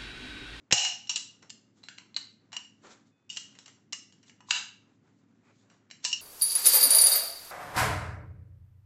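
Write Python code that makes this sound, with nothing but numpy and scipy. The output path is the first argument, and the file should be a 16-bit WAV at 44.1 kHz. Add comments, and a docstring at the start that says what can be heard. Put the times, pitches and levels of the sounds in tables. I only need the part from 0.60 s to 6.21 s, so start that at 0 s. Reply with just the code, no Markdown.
"""A hard, echoing workshop, a small microphone close to a sheet-metal bench. A heavy steel padlock is
tipped onto the bench, which thumps and rings; turned over in gloved hands, its shackle clacks in the body.
At 2.2 s a flat key is slid off the bench, then tapped into the slot and pushed until the bolt snaps at
3.9 s. Gloves rub, and the shackle clacks again at the end. Throughout, the microphone's gain control
ducks the loudest blows and the room hums faintly behind."""
import sys
import numpy as np
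from scipy import signal
from scipy.fft import rfft, irfft
from scipy.io import wavfile
from scipy.ndimage import uniform_filter1d

SR = 44100
rng = np.random.default_rng(int(sys.argv[2]) if len(sys.argv) > 2 else 0)


def transcribe(u):
    """Save the signal u as a 16-bit wav file named by the first command-line argument.

    u: samples, shape (n,) or (channels, n), limited to [-1, 1]; the rate is SR.
    q: integer samples, one column per channel.
    """
    v = np.clip(np.atleast_2d(u).T, -1, 1)
    q = np.round(v * 32767).astype(np.int16)
    wavfile.write(sys.argv[1], SR, q)


N = 247401
TIME = np.arange(N) / SR


# steel contacts near the microphone: t/s, lead of a first touch/s (0: none), chatter/s, knock/dB, crack/dB,
# low shackle ring/dB, body ping/dB, high shackle ring/dB, echoes against the direct sound/dB
CONTACTS = [(0.1134, 0.0039, 0.0044, -32, -36.5, -52, -46, -41, -2.5),
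            (.125, 0.00094, 0.03, -6, 5, -8, -5, -10.5, -11.5),
            (0.18, 0.0034, 0.16, -42.5, -22, -16, -23.5, -22.5, -2),
            (.249, 0, 0.022, -35, -27, -23.5, -32, -32.5, -22),
            (0.494, 0.022, .13, -43, -27.5, -30, -34, -28, -5),
            (0.5584, 0.025, 0.11, -45.5, -24.5, -33, -35, -48, -6),
            (0.826, 0.0031, 0.026, -61.5, -59, -75, -65.5, -62, -3.5),
            (0.9015, 0.0054, 0.036, -56.5, -39, -50.5, -70, -64, -9.5),
            (1.237, 0.0049, 0.015, -58.5, -57.5, -75, -51, -77.5, -0.5),
            (1.2856, 0, 0.0075, -45.5, -45, -48.5, -48.5, -71, -4),
            (1.3836, 0.004, 0.0075, -49.5, -51, -64, -50, -61, -4.5),
            (1.564, 0.02, 0.055, -39.5, -36, -55, -27.5, -59, -5.5),
            (1.929, 0.0095, 0.069, -46.5, -44.5, -46.5, -49.5, -53, -2),
            (1.965, 0, 0.034, -44, -35, -34.5, -46, -44, -8.5),
            (2.7, 0.0064, 0.14, -62, -39.5, -39.5, -74, -54, -3.5),
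            (2.728, 0, .045, -68, -47, -60, -69.5, -53.5, 0.5),
            (2.7703, .007, 0.044, -45.5, -33, -37, -46, -48, -5.5),
            (3.329, 0.0046, 0.043, -42.5, -31, -38, -44, -40, -7.5),
            (3.9086, 0.0016, 0.024, -30.5, -19, -39, -38, -47, -7.5),
            (5.1, 0.00077, .02, -69, -67, -75.5, -78, -83.5, 0.5),
            (5.3112, 0.0096, 0.0077, -47, -46.5, -55, -50, -54, -5),
            (5.4489, 0.0059, 0.057, -41, -23.5, -37, -41, -32, -3.5),
            (5.5284, 0.012, 0.078, -53, -29, -23.5, -44, -30.5, -8.5)]
CASE_KNOCKS = [(0.4942, -51), (1.385, -63.5), (1.93, -55.5), (3.805, -61), (3.886, -50.5), (3.909, -37),
               (5.451, -48.5)]   # blows that sound the hollow case: t/s, level/dB
CASE_MODES = [(880, 5.5, 0.02), (979, -1.5, 0.13), (1118, 6, 0.017)]   # the case: f/Hz, level/dB, t60/s
FREE_RINGS = [(0.124, -12), (0.5, -50), (5.53, -37.5)]   # blows after which the shackle rings on: t/s, level/dB
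SHACKLE_MODES = [(2637, -12, 0.32), (2745, -6.5, 0.27), (2815, -5, 0.41), (2868, 2, 0.5),
                 (3023, -8.5, 0.56), (3778, -14, .45), (4270, -9.5, 0.48), (4477, -11, .36),
                 (5200, -13, 0.3), (5400, -7, 0.27), (5600, -7, .33), (5885, -6, .35), (6725, -8, 0.4),
                 (6973, -10, 0.38)]   # the free shackle: f/Hz, level/dB, t60/s
def padlock(touch_db=-6, touch_db_per_s=-800, touch_chatter_s=0.017):
    """Close up, many clacks are led by a light touch; some blows sound the case or the free shackle."""
    out = np.zeros(N)
    for s, lead_s, chatter_s, *levels_db in CONTACTS:
        add(out, s, clack(chatter_s, *levels_db))
        if lead_s > 0:
            touch_gain = from_db(touch_db + touch_db_per_s * lead_s)   # the earlier, the lighter
            add(out, s - lead_s, touch_gain * clack(touch_chatter_s, *levels_db))
    for s, db in CASE_KNOCKS:
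        case = from_db(db) * ring(CASE_MODES, vary_db=2, detune=0.01, size=8192)
        add(out, s, workshop(case, room_db=-1.5))
    for s, db in FREE_RINGS:
        add(out, s, from_db(db) * ring(SHACKLE_MODES, vary_db=0.5))
    return out


KNOCK_SPECTRUM = [(100, -48), (300, -26), (520, -16), (750, -5.5), (1000, -3), (1280, -4.5), (1650, -1.5),
                  (2000, 1.5), (2450, -2), (3000, 4.5), (4500, -34)]   # the dull part of a clack: f/Hz, level/dB
CRACK_SPECTRUM = [(900, -28.5), (2000, -28.5), (2700, -0.5), (3500, -2), (4900, -0.5), (6200, 2),
                  (7600, -6), (9000, -3.5), (15000, -1)]   # its bright part: f/Hz, level/dB
LOCK_MODES = [
    [(2875, 0, .06), (2845, -5, .05), (2755, -10, .04), (3025, -11, .04)],
    [(4030, 0, .014), (4140, -9, .025), (4430, -13, .03)],
    [(5440, 0, .05), (5660, -1, .05), (5860, -4, .05), (6200, -9, .04)],
    [(6730, -5, .05), (6970, -5, .04), (7300, -2, .035), (7570, 0, .05)],
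]   # the held lock in four groups (low, ping, high, top): f/Hz, level/dB, t60/s
GRIP_DETUNE = [.003, .008, .012, .015]   # the grip shifts the pitches: spread/fraction for each group
def clack(chatter_s, knock_db, crack_db, low_db, ping_db, high_db, room_db, ping_echo_share=0.69):
    """Steel on steel: a knock, a bright crack and a ring choked by the glove, echoed by the walls."""
    knock = from_db(knock_db) * burst(KNOCK_SPECTRUM, t60=chatter_s * 1.1, rise_s=0.00025)
    crack = from_db(crack_db) * burst(CRACK_SPECTRUM, t60=chatter_s * 0.52, rise_s=0.00051)
    groups_db = [low_db, ping_db, high_db, crack_db - 9.5]   # the top group follows the crack
    low, ping, high, top = [from_db(db) * ring(modes, vary_db=1.5, detune=detune, size=8192)
                            for db, modes, detune in zip(groups_db, LOCK_MODES, GRIP_DETUNE)]
    out = workshop(knock + crack + low + ping_echo_share * ping + high + top, room_db)
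    add(out, 0, (1 - ping_echo_share) * ping)   # the palm shields this part from the walls
    return out


BOLT_SNAPS = [(3.9086, -16)]   # the key drives the spring bolt home: t/s, level before the low cut/dB
BOLT_SPECTRUM = [(700, -39), (1300, -45), (1650, -1), (2100, 2), (2650, 11.5), (3100, 6), (3450, 2.5),
                 (4200, 1), (5200, -10.5), (7500, 0.5), (9000, -28)]   # the snap: f/Hz, level/dB
def bolt(low_cut_hz=1000):
    """The released bolt strikes its stop in one short, dense, bright snap, with the bass filtered out."""
    out = np.zeros(N)
    low_cut = signal.butter(4, low_cut_hz, "high", fs=SR, output="sos")
    for s, db in BOLT_SNAPS:
        snap = signal.sosfilt(low_cut, burst(BOLT_SPECTRUM, t60=0.0073, rise_s=0.00041))
        add(out, s, workshop(from_db(db) * snap, room_db=-3.5))
    return out


BENCH_JOLTS = [(0.1255, -11, -22), (3.909, -51, -63.5)]   # the lock jolts the bench: t/s, thump/dB, sheet ring/dB
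THUMP_MODES = [(76, -13, 0.036), (115.3, -4, 0.082), (166, 4, 0.036), (204, -4, 0.02), (345, 3, 0.036),
               (510, 6, 0.026)]   # the flexing bench top: f/Hz, level/dB, t60/s
SHEET_MODES = [(525, -6.5, .048), (640, -5, 0.074), (720, -3, 0.084), (772, -5, .08), (810, -2, .11)]   # its ringing sheet: f/Hz, level/dB, t60/s
def bench():
    """The lock's weight flexes the bench: the thump reaches the microphone dry, the ring with echoes."""
    out = np.zeros(N)
    for s, thump_db, sheet_db in BENCH_JOLTS:
        add(out, s, from_db(thump_db) * ring(THUMP_MODES, vary_db=1))
        add(out, s, workshop(from_db(sheet_db) * ring(SHEET_MODES), room_db=0))
    return out


KEY_DRAGS = [(2.238, -51), (2.299, -55)]   # gritty pushes across the bench: t/s, level/dB
KEY_MODES = [(2520, -2, 2.3), (3500, -3, 3.2)]   # the key held free: f/Hz, level/dB, t60/s
KEY_TICKS = [(2.9514, 0.047, -61, -62.5), (2.9876, 0.015, -59, -50.5), (3.059, .06, -59.5, -51),
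             (3.079, 0.051, -57, -54.5), (3.524, 0.0095, -67, -59.5), (3.6285, 0.13, -65, -61),
             (3.696, .014, -59, -56.5), (3.8056, 0.015, -60, -60.5)]   # the key in the slot: t/s, chatter/s, knock/dB, crack/dB
def key(lift_s=2.52):
    """The flat key is dragged off the bench, sings faintly once free, then ticks its way into the slot."""
    out = np.zeros(N)
    for s, db in KEY_DRAGS:
        drag = from_db(db) * burst(SCUFF_SPECTRUM, t60=0.12, rise_s=0.017)
        add(out, s, workshop(drag, room_db=-1.5))
    add(out, lift_s, from_db(-71) * ring(KEY_MODES, vary_db=0.5))
    for s, chatter_s, knock_db, crack_db in KEY_TICKS:
        ring_db = crack_db - 10
        add(out, s, clack(chatter_s, knock_db, crack_db, ring_db, ring_db, ring_db, room_db=-4))
    return out


# the hands shift their grip: firmest pressure t/s, length/s, relative scuff/dB, relative scrape/dB
STROKES = [(0.833, .09, -55, -70), (1.178, 0.13, -65.5, -63.5), (2.254, .17, -50, -57),
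           (2.316, 0.17, -59, -54), (2.47, 0.078, -72.5, -66.5), (2.919, 0.38, -67, -60.5),
           (3.073, 0.14, -61, -57.5), (3.17, 0.084, -67.5, -80), (3.68, .15, -68.5, -59.5),
           (3.906, 0.086, -71, -32.5), (4.281, 0.28, -73, -73.5), (4.471, .25, -72, -74),
           (4.689, .12, -70, -73.5), (4.872, 0.41, -66, -76), (4.999, 0.28, -76.5, -68.5),
           (5.115, 0.29, -58, -75), (5.443, 0.057, -53, -38), (5.585, 0.17, -64, -46)]
SCUFF_SPECTRUM = [(100, -14.5), (350, 4.5), (700, -0.5), (1400, -0.5), (2500, -9), (5000, -21)]   # rubbing on glove or bench: f/Hz, level/dB
SCRAPE_SPECTRUM = [(800, -15.5), (2000, -9), (2900, -5), (3600, 0), (5500, -2.5), (7200, 1), (9000, -9.5)]   # sliding steel: f/Hz, level/dB
GLOVE_SWISHES = [(4.83, -63)]   # a glove slides off the shackle: t/s, level/dB
SWISH_SPECTRUM = [(1200, -19), (2100, -9), (2450, -0.5), (2900, -23.5), (4000, -20.5)]   # that swish: f/Hz, level/dB
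def rubbing(grain_db=1.5, slips_per_s=220, patchy_db=3, patches_per_s=22, trim_db=-4):
    """Gloves and steel slide in tiny slips under an uneven pressure, heard close and dry."""
    scuff_level, scrape_level = from_db(-74.5), from_db(-84.5)   # the hands just holding the lock
    for s, length_s, scuff_db, scrape_db in STROKES:
        pressure = hand_pressure(s, length_s)
        scuff_level = np.hypot(scuff_level, from_db(scuff_db) * pressure)
        scrape_level = np.hypot(scrape_level, from_db(scrape_db) * pressure)
    scuff = scuff_level * from_db(patchy_db * drift(patches_per_s)) * noise(SCUFF_SPECTRUM, N)
    scrape = scrape_level * from_db(patchy_db * drift(patches_per_s)) * noise(SCRAPE_SPECTRUM, N)
    out = (scuff + scrape) * from_db(grain_db * drift(slips_per_s) + trim_db)
    for s, db in GLOVE_SWISHES:
        add(out, s, from_db(db) * burst(SWISH_SPECTRUM, t60=0.32, rise_s=0.13, size=16384))
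    return out


def hand_pressure(peak_s, length_s, rise_share=0.26, edge_db=-21.5):
    """The pressure of a hand builds quickly and eases off more slowly."""
    before = (peak_s - TIME) / rise_share
    after = (TIME - peak_s) / (1 - rise_share)
    from_peak = np.maximum(before, after) / length_s   # 1 at both ends of the stroke
    return from_db(edge_db * np.minimum(from_peak, 10))


def workshop(sound, room_db):
    """The direct sound plus its echoes, which differ for every place that the lock is moved to."""
    echoes = signal.fftconvolve(sound, wall_echoes())
    echoes *= from_db(room_db) * np.sqrt(np.sum(sound ** 2) / np.sum(echoes ** 2))
    add(echoes, 0, sound)
    return echoes


ROOM_T60 = [(150, .15), (400, 0.34), (1000, 0.41), (2800, 0.41), (5500, 0.38), (8000, 0.35)]   # decay of the workshop: f/Hz, t60/s
ECHO_COLOUR = [(150, -19.5), (400, -4.5), (900, -2.5), (2000, 2), (3000, -0.5), (5000, 1.5), (8000, 2)]   # its echoes at the microphone: f/Hz, level/dB
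def wall_echoes(first_echo_s=0.00025, build_s=0.0018, size=24576):
    """Hard walls return a dense tail that dies at its own rate in each band."""
    t, hz = TIME[:size], np.fft.rfftfreq(size, 1 / SR)
    white, tail = rfft(rng.standard_normal(size)), 0
    edges_hz = np.geomspace(120, 12000, 9)
    onset = 1 - np.exp(-np.maximum(t - first_echo_s, 0) / build_s)
    for low, high in zip(edges_hz, edges_hz[1:]):
        centre = np.sqrt(low * high)
        decay = onset * from_db(-60 * t / at_hz(ROOM_T60, centre))
        band = irfft(white * (hz >= low) * (hz < high), size)
        tail += from_db(at_hz(ECHO_COLOUR, centre)) * band * decay / np.sqrt(np.sum(decay ** 2))
    return tail


AIR_SPECTRUM = [(25, -29), (60, -23), (80, -12.5), (105, -2), (160, 1), (220, 4.5), (320, -3), (500, -14.5),
                (1000, -27.5), (2000, -25.5), (4000, -37), (7500, -37.5), (9000, -47.5), (15000, -53.5)]   # still air in the workshop: f/Hz, level/dB
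MACHINE_HUM = [(108, -75.5), (220, -83), (275, -75.5)]   # tones of a faint machine: f/Hz, level/dB
BACKGROUND_DUCKS = [(.1, 0.063, -5.5), (2.59, 0.067, -9.5)]   # the recorder turns both down: t/s, half width/s, level change/dB
def room_tone(air_db=-66.5):
    """Behind everything, steady rumble and hum, which the recorder briefly turns down."""
    hum = sum(from_db(db) * np.sqrt(2) * np.sin(2 * np.pi * (hz * TIME + rng.random()))
              for hz, db in MACHINE_HUM)
    duck_db = sum(db * np.exp(-((TIME - s) / width_s) ** 2) for s, width_s, db in BACKGROUND_DUCKS)
    return from_db(duck_db) * (from_db(air_db) * noise(AIR_SPECTRUM, N) + hum)


def ring(modes, vary_db=0, detune=0, size=32768, rise_s=0.0006):
    """Struck modes; contact point and grip change their strengths, signs and pitches a little."""
    t, out = TIME[:size], 0
    for hz, db, t60 in modes:
        strength, shift, side = rng.standard_normal(3)
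        amplitude = np.sign(side) * from_db(db + vary_db * strength)
        tone = np.sin(2 * np.pi * hz * (1 + detune * shift) * t)
        out += amplitude * from_db(-60 * t / t60) * tone
    return as_blow(out * (1 - np.exp(-t / rise_s)))


def burst(spectrum, t60, rise_s, size=8192):
    """The brief clatter of many damped modes as two faces meet."""
    t = TIME[:size]
    return as_blow(noise(spectrum, size) * from_db(-60 * t / t60) * (1 - np.exp(-t / rise_s)))


def noise(spectrum, size):
    """Coloured noise of rms 1."""
    colour = from_db(at_hz(spectrum, np.fft.rfftfreq(size, 1 / SR)))
    x = irfft(rfft(rng.standard_normal(size)) * colour, size)
    return x / np.std(x)


def drift(per_s):
    """A random level that wanders at a given rate."""
    return np.interp(TIME * per_s, np.arange(8192), rng.standard_normal(8192))


def as_blow(x):
    """Scale to the energy of 10 ms at rms 1."""
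    return x * np.sqrt(SR / 100 / (np.sum(x ** 2) + 1e-20))


def from_db(db):
    """Decibels to gain."""
    return 10 ** (np.asarray(db) / 20)


def at_hz(points, hz):
    """Read a table on a log-frequency axis."""
    f, value = np.transpose(points)
    return np.interp(np.log(np.maximum(hz, 1)), np.log(f), value)


def add(track, s, sound):
    """Mix a sound in at a time."""
    i = max(round(s * SR), 0)
    track[i:i + len(sound)] += sound[:max(N - i, 0)]


def scene():
    """All that reaches the one microphone at the bench."""
    return (padlock() + bolt() + bench() + key() + rubbing() + room_tone())[None]


def gain_control(x, threshold_db=-19, squeeze=0.54, release_db_per_s=110):
    """Loud blows pull the gain down at once; it creeps back while the room is still ringing."""
    level_db = 10 * np.log10(np.maximum(uniform_filter1d(x ** 2, size=66), 1e-12))
    over_db = squeeze * np.maximum(level_db - threshold_db, 0)
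    release_db = release_db_per_s * TIME
    held_db = np.maximum.accumulate(over_db + release_db, axis=-1) - release_db
    return x * from_db(-uniform_filter1d(held_db, size=32))


def record(dry, band_edge_hz=9000, top_cut_hz=15400):
    """The small microphone: gain control, soft limiter, low-pass, slightly rounded peaks, a top cut."""
    limited = 0.72 * np.tanh(gain_control(dry) / 0.72)
    narrow = signal.sosfilt(signal.cheby2(10, 50, band_edge_hz, fs=SR, output="sos"), limited)
    rounded = 1.7 * np.tanh(narrow / 1.7)
    return signal.sosfilt(signal.cheby2(12, 60, top_cut_hz, fs=SR, output="sos"), rounded)


dry = scene()
out = record(dry)
transcribe(out)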